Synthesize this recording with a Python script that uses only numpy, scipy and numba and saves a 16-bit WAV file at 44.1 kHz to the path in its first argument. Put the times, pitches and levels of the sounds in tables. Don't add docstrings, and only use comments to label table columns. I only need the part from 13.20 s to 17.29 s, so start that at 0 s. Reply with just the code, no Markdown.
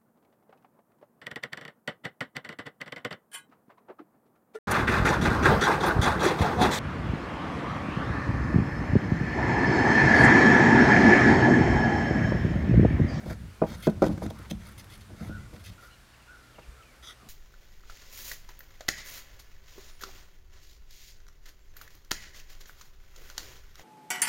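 import sys
import numpy as np
from scipy import signal
from scipy.io import wavfile
from scipy.ndimage import uniform_filter1d
from numba import njit

SR = 44100
rng = np.random.default_rng(int(sys.argv[2]) if len(sys.argv) > 2 else 0)


def nominal_scale(level):
    x = np.asarray(level, float) / 20
    return 10 ** x


def materialize(psi):
    bounded = np.clip(np.atleast_2d(psi).T, -1, 1)
    quanta = np.round(bounded * 32767).astype(np.int16)
    wavfile.write(sys.argv[1], SR, quanta)


N = 180280
TIME = np.arange(N) / SR


@njit
def ring(x, hz, t60):
    pole = np.exp(2j * np.pi * hz / SR - np.log(1000) / (t60 * SR))
    state = 0j
    y = np.empty(len(x))
    for i in range(len(x)):
        state = state * pole + x[i]
        y[i] = state.imag
    return y


def unit(x):
    return x / np.sqrt(np.mean(x ** 2))


def band(x, hz, width_hz):
    return signal.lfilter(*signal.iirpeak(hz, hz / width_hz, fs=SR), x)


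def steep_band(x, hz, width_hz):
    return unit(band(band(x, hz, width_hz), hz, width_hz))


def walk(rate_hz):
    hold = int(SR / rate_hz)
    steps = np.repeat(rng.standard_normal(N // hold + 1), hold)
    return unit(uniform_filter1d(uniform_filter1d(steps, hold), hold)[:N])


def grit(spread_db):
    size_db = spread_db * np.minimum(rng.exponential(size=N), 4)
    return unit(rng.standard_normal(N) * nominal_scale(size_db))


def with_echoes(x, t60, wet_db):
    t = TIME[:SR // 2]
    tail = rng.standard_normal(len(t)) * nominal_scale(-60 * t / t60) * (t > .006)
    tail *= nominal_scale(wet_db) / np.sqrt(np.sum(tail ** 2))
    return x + signal.fftconvolve(x, tail)[:N]


# freq_hz, level_db_per_hz
YARD_SPECTRUM = [(15, -26), (25, 5.5), (70, -1), (92, -11.5), (123, -3.5), (150, -14.5), (205, -13),
                 (300, -11.5), (604, -15), (881, -17.5), (1400, -13), (2000, -18.5), (4500, -23),
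                 (15800, -33.5)]
# freq_hz, rms_db
MAINS_HUM = [(61, -68.5), (121, -69.5)]


def yard():
    hz, db = np.transpose(YARD_SPECTRUM)
    noise, swell = 0, walk(0.374)
    for f in 22 * 2 ** np.arange(0, 9.5, 1 / 3):
        level_db = np.interp(np.log(f), np.log(hz), db) + 10 * np.log10(f)
        flicker_db = 1.8 * min(1, 1200 / f) ** 0.36 * walk(10)
        level_db = level_db + 0.64 * swell + flicker_db
        noise = noise + nominal_scale(level_db) * steep_band(rng.standard_normal(N), f, f / 3)
    hum = sum(nominal_scale(d + 8.5 + 3.1 * walk(4.98)) * np.sin(2 * np.pi * f * TIME) for f, d in MAINS_HUM)
    return nominal_scale(-54) * unit(noise) + hum


def calls(notes, flutter_hz, rough):
    out, drift = np.zeros(N), walk(90)
    for s, length, db, start_hz, middle_hz, end_hz in notes:
        part = slice(int(s * SR), int((s + length) * SR))
        u = np.clip((TIME[part] - s) / length, 0, 1)
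        arch = np.sin(np.pi * u)
        pitch = start_hz + (end_hz - start_hz) * u + (middle_hz - (start_hz + end_hz) / 2) * arch
        flutter_phase = 2 * np.pi * np.cumsum(flutter_hz * (1 + 0.11 * drift[part])) / SR
        tone_phase = 2 * np.pi * np.cumsum(pitch * (1 + 0.011 * drift[part])) / SR
        out[part] += nominal_scale(db) * arch ** 0.17 * (1 + rough * np.sin(flutter_phase)) * np.sin(tone_phase)
    return out


# start_s, length_s, level_db, top_hz
CROW_CAWS = [(2.096, 0.092, -46, 1490), (2.58, 0.031, -51, 1462), (2.625, .065, -52, 1436),
             (3.076, .095, -49.5, 1490), (3.201, 0.137, -60.5, 1394), (3.569, 0.06, -56.5, 1360)]
# start_s, length_s, level_db, start_hz, end_hz
BIRD_CHIRPS = [(2.17, .07, -61, 1920, 2014), (2.709, 0.035, -61, 2800, 2850), (2.7, .05, -65, 4050, 3950),
               (2.935, .025, -60, 2910, 2200), (3.0, .037, -63, 2910, 2500), (3.07, .029, -63, 2810, 2500),
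               (3.343, 0.029, -59.5, 3220, 2500), (3.42, 0.028, -59, 2800, 2350),
               (3.623, .016, -57, 3090, 2300), (3.651, .093, -62, 2500, 1980),
               (3.999, 0.044, -59, 1316, 1050)]
# start_s, level_db
INSECT_PULSES = [(.16, -74), (.33, -71), (1.5, -76), (1.86, -75), (2.67, -73), (3.47, -80), (3.66, -78)]


def birds():
    caws = [(s, length, db, .92 * hz, hz, .91 * hz) for s, length, db, hz in CROW_CAWS]
    chirps = [(s, length, db, a, 1.03 * (a + b) / 2, b) for s, length, db, a, b in BIRD_CHIRPS]
    pulses = [(s, .052, db, 9290, 9290, 9290) for s, db in INSECT_PULSES]
    far = calls(caws, 114.8, 0.5) + calls(chirps, 90, 0.75) + calls(pulses, 70, 0.55)
    return with_echoes(far, t60=0.47, wet_db=-5.0)


# freq_hz, t60_s, level_db
STACK_MODES = [(63.1, 0.27, -10.5), (95.1, 0.12, -7.5), (136, 0.11, -4.5), (179, 0.27, -2), (213, 0.19, -1),
               (286, 0.027, -8.5)]
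# freq_hz, width_hz, level_db
RASP_BANDS = [(637, 306, 2), (963, 190, -4), (1400, 420, 6), (1896, 265, -2.5)]
# peak_s, shake_db, settling_db_per_s, clatter_above_shake_db
STACK_JOLTS = [(.01, -62, 300, 18), (.095, -33, 168, -1.5), (.25, -37, 174, -10), (.44, -38.5, 250, -8),
               (.52, -38, 170, 0), (.68, -42.5, 150, -22), (.77, -38.5, 132, -2.5), (.86, -38.5, 200, 4),
               (.92, -36, 202, 3.5), (1.051, -36, 114, 1), (1.2, -51, 150, -14), (1.35, -35, 136, -12.5),
               (1.62, -47.5, 200, -16), (1.55, -54, 52, 1.5), (1.73, -49.5, 250, -9),
               (1.8, -48, 202, -14.5), (1.93, -49.5, 150, -0.5), (2.03, -40, 350, -14),
               (2.1, -35, 154, -12), (2.2, -47, 150, 0), (2.35, -46, 90, -5.5), (2.5, -45, 250, -13.5)]


def stack():
    s, db, settle, clatter_db = np.transpose(STACK_JOLTS)[:, :, None]
    late = TIME - s
    build_up = 1.56
    shake = nominal_scale(db - np.abs(settle) * np.where(late > 0, late, -build_up * late))
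    clatter = np.sum(shake * nominal_scale(clatter_db), axis=0)
    rings = [nominal_scale(db) * unit(ring(grit(spread_db=5.5), float(hz), t60)) for hz, t60, db in STACK_MODES]
    drag = unit(sum(nominal_scale(db) * band(grit(spread_db=0.0), hz, w) for hz, w, db in RASP_BANDS[:2]))
    deep = shake.sum(axis=0) * unit(sum(rings[:2]))
    return deep + clatter * (unit(sum(rings[2:])) + nominal_scale(-17.5) * drag)


# start_s, length_s, level_db, open_hz, narrowest_hz
AIR_GAPS = [(1.14, .13, -50.5, 817, 1297), (2.005, .13, -52.5, 596, 780), (.0, 0.057, -48.5, 657, 680),
            (.55, 0.18, -54.5, 1400, 1382), (.625, .043, -50, 2140, 2160), (.71, .072, -63, 2000, 2090)]


def gaps():
    notes = [(s, length, db, hz, top, hz) for s, length, db, hz, top in AIR_GAPS]
    return calls(notes, 46.5, 0.16) * unit(band(rng.standard_normal(N), 34, 74))


# freq_hz, width_hz, level_db
FINE_BANDS = [(7320, 1400, -7), (9470, 960, -2.5), (10440, 1350, -2), (11800, 2700, 0.5), (14200, 5200, -8)]


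def scuffs(rows, body, spread, broad_db):
    slips = grit(spread_db=2.5) * nominal_scale(2.2 * walk(250))

    def resonances(bands, wide):
        return unit(sum(nominal_scale(db + 2.8 * walk(30.07)) * steep_band(slips, hz, wide * w) for hz, w, db in bands))

    wood, fine, rasp = resonances(body, spread), resonances(FINE_BANDS, 2), resonances(RASP_BANDS, 2)
    wood = unit(wood + nominal_scale(broad_db) * steep_band(slips, 3160, 5100))
    out = np.zeros(N)
    for s, length, db, bright_db, slant, (fine_db, rasp_db) in rows:
        part = slice(int(s * SR), int((s + length) * SR))
        u = (TIME[part] - s) / length
        shape = np.sin(np.pi * np.clip(u, 0, 1)) ** 0.37 * nominal_scale(db + 2.7 * slant * (2 * u - 1))
        mix = wood[part] + nominal_scale(fine_db + bright_db) * fine[part] + nominal_scale(rasp_db - bright_db) * rasp[part]
        out[part] += shape * mix
    return out


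# start_s, length_s, level_db, brightness_db, slant (-1 fading to 1 growing)
WOOD_DRAGS = [(.0, 0.053, -62.5, -7, -0.26), (0.052, .1, -51, 1, -.21), (.461, .1, -49, -1, 0.9),
              (0.556, 0.094, -57, 4.5, .1), (0.822, 0.062, -46, 0.5, -1), (1.016, 0.054, -50, 1.5, -.27),
              (1.137, 0.16, -64, -3.5, -.04), (1.393, 0.14, -58, -2.5, .24), (1.953, 0.15, -57, 1.5, .39),
              (2.33, 0.043, -57.5, -1.5, -.42), (2.394, .026, -59, 4, 0.015), (2.603, 0.077, -59, 3, .1)]
# start_s, length_s, level_db, slant
FINGER_RUBS = [(0.624, 0.054, -46.5, .84), (0.862, 0.016, -45.5, .1), (0.91, .025, -55, .1),
               (1.577, .041, -49, .2), (1.695, 0.07, -51.5, .5), (1.808, 0.017, -55, -.3),
               (2.438, 0.066, -49.5, -.02), (2.51, 0.034, -60, .1)]
# start_s, length_s, level_db, brightness_db
FACE_SLAPS = [(.568, .0078, -58, -1), (.668, .008, -43, -6), (0.694, .015, -52, 5),
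              (0.819, 0.0097, -40.5, -2), (.841, .0049, -46, -8), (0.879, .01, -52.5, 7.5),
              (.976, 0.0077, -51.5, -2.5), (1.062, .0058, -48, -4), (1.1, .011, -45, 2.5),
              (1.298, 0.01, -42, 8), (1.308, 0.0071, -36, 4), (3.386, .014, -60.5, -7)]
# start_s, level_db, brightness_db
SPLINTER_TICKS = [(1.188, -54, -5), (1.226, -61, -2), (1.454, -66, -5), (1.467, -60, 0), (1.473, -53.5, -2),
                  (1.488, -58, 1), (1.512, -61.5, 2), (1.52, -57, -2), (1.641, -52, -6), (1.776, -57, -.3),
                  (3.023, -65, -8)]


def contacts():
    drags = [(*row, (-7, 3.6)) for row in WOOD_DRAGS]
    rubs = [(s, length, db, 0, slant, (-5.5, -20)) for s, length, db, slant in FINGER_RUBS]
    slaps = [(*row, -.3, (-9, 1.3)) for row in FACE_SLAPS]
    ticks = [(s, 0.0057, db, bright_db, 0, (4.9, -6)) for s, db, bright_db in SPLINTER_TICKS]
    return drags + rubs + slaps + ticks


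# freq_hz, width_hz, level_db
GRAIN_BANDS = [(2130, 60, 0), (2590, 70, -6), (3300, 110, 0), (3620, 90, -3), (4300, 110, -4),
               (4930, 120, -5), (5900, 200, -3)]
# freq_hz, width_hz, level_db
PALM_BANDS = [(1330, 98, -7), (1910, 100, -5), (3460, 170, 1.5), (3680, 80, -4), (4340, 430, -10),
              (4980, 100, -7), (5460, 300, -6), (5900, 350, -4)]
# start_s, length_s, level_db, slant
PALM_BRUSH = (3.825, .11, -47, -0.3)


def rubbing():
    s, length, db, slant = PALM_BRUSH
    out = scuffs(contacts(), GRAIN_BANDS, spread=4.1, broad_db=6)
    out += scuffs([(s, length, db, 0, slant, (-11.5, -14))], PALM_BANDS, spread=2.2, broad_db=-17)
    return with_echoes(out + gaps(), t60=0.089, wet_db=-13.5)


def pushes(blows):
    force = np.full(N, 1e-18)
    for s, db, ms in blows:
        push = np.hanning(int(max(ms, .2) * SR / 1000) + 2)
        push = np.r_[.45 * push, -push] / push.sum()
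        force[int(s * SR):int(s * SR) + len(push)] += nominal_scale(db) * push
    return force


# freq_hz, t60_s, end_db, middle_db, edge_db (by place struck)
BOARD_MODES = [(137, 0.042, -57, 14, -23), (162.3, 0.068, 8, 10, -34), (216.6, 0.14, -4.5, .3, -3),
               (279, 0.048, -0.5, 7, -24), (320.6, .09, -5, 2.5, 5.5), (362.4, 0.069, -0.5, 5, 3.5),
               (417, 0.11, -6.5, -9.5, -12.5), (488.6, 0.091, 1, 2, -1), (555.6, 0.048, 5, 2, 7),
               (638.6, 0.057, 6.5, 6.5, 4), (768, 0.1, -21, -16, -23), (812, 0.087, -0.5, -6, 0),
               (931, 0.075, 1.5, -19, -28), (1013, 0.023, -1, -6, -10), (1074, .06, -18, -18, -8),
               (1188, 0.054, 0, -24, -35), (1349, 0.02, -22, -16, 4), (1490, 0.12, -15, -0.5, 4),
               (1670, .05, -22, -22, -27), (1930, .05, -28, -16, -26), (2120, .04, -33, -24, -28),
               (2460, .05, -32, -24, -22), (2850, .03, -30, -26, -29)]
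# start_s, level_db, contact_ms
END_BLOWS = [(.4172, -20, 1.047), (.4200, -28.5, 1.02), (.436, -32.5, 0.69), (3.3832, -51, 0.49),
             (1.0185, -38.5, 0.71), (1.1045, -44.5, 0.73)]
MIDDLE_BLOWS = [(.6694, -19.5, 1.25), (.6746, -24.5, 1.036), (.694, -49, 4), (1.034, -41, 1.33),
                (1.055, -36, 1.8), (1.3105, -35, 2.56), (.056, -32, 3.83), (.098, -39.5, 2.03),
                (.108, -42.5, 0.72), (1.902, -54.5, 0.82), (1.912, -51.5, 1.75), (1.94, -54.5, 1.35),
                (2.009, -42, 2.9), (2.03, -57, 2.6), (2.05, -53, 1.5), (2.105, -48.5, 1.82),
                (2.345, -59, 0.81), (2.375, -61, 0.99), (2.089, -41, 2.27), (2.33, -52.5, 1.2)]
EDGE_BLOWS = [(.8201, -18.5, 1.085), (.8253, -22.5, 1.0), (.833, -27, 1.12), (.841, -29, 0.695),
              (.846, -32, 1.48), (.865, -30, 1.26), (.893, -30.5, 2.17), (.903, -40, 2.04), (.92, -57, 3.1),
              (.976, -42.5, 1.57), (1.194, -53.5, 1.23)]
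# start_s, level_db, contact_ms
STACK_THUDS = [(3.472, -31.5, 11.2), (3.8, -48, 10.0), (2.008, -35.5, 2.85), (2.088, -36.5, 3.3),
               (.055, -35.5, 2.7), (0.063, -34.5, 4.1), (1.310, -35.5, 2.2), (4.03, -56, 1.4),
               (4.065, -53, 2.3)]
# freq_hz, width_hz, level_db
RATTLE_BANDS = [(585, 237, 10), (1010, 240, -12), (1440, 240, -16), (2000, 250, -22), (2500, 170, -13.5)]


def board():
    end, middle, edge = pushes(END_BLOWS), pushes(MIDDLE_BLOWS), pushes(EDGE_BLOWS)
    blows = end + middle + edge
    out = np.zeros(N)
    for k, (hz, t60, end_db, middle_db, edge_db) in enumerate(BOARD_MODES):
        drive = nominal_scale(end_db) * end + nominal_scale(middle_db) * middle + nominal_scale(edge_db) * edge
        out += np.sign(k % 3 - .5) * ring(drive, float(hz), t60)
    out += nominal_scale(38.5) * band(blows, 600, 1000)
    shake = signal.lfilter([1], [1, -nominal_scale(-60 / (.09 * SR))], np.abs(blows))
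    rattle = unit(sum(nominal_scale(db) * steep_band(grit(spread_db=2.5), hz, 1.6 * w) for hz, w, db in RATTLE_BANDS))
    out += nominal_scale(-13.0) * shake * rattle
    out = signal.sosfilt(signal.butter(2, 120, "high", fs=SR, output="sos"), out)
    drive = nominal_scale(-9.0) * blows + pushes(STACK_THUDS)
    out += sum(nominal_scale(db) * ring(drive, float(hz), 1.11 * t60) for hz, t60, db in STACK_MODES)
    return with_echoes(out, t60=0.27, wet_db=-17.5)


def scene():
    return (yard() + birds() + stack() + rubbing() + board())[None]


def band_limit(x):
    return signal.sosfilt(signal.butter(12, 15950, fs=SR, output="sos"), x)


def record(dry):
    x = signal.sosfilt(signal.butter(2, 30, "high", fs=SR, output="sos"), dry)
    x = np.tanh(1.068 * x) / 1.131
    x = signal.sosfilt(signal.ellip(8, .2, 60, 15800, fs=SR, output="sos"), x)
    return band_limit(x)


dry = scene()
out = record(dry)
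materialize(out)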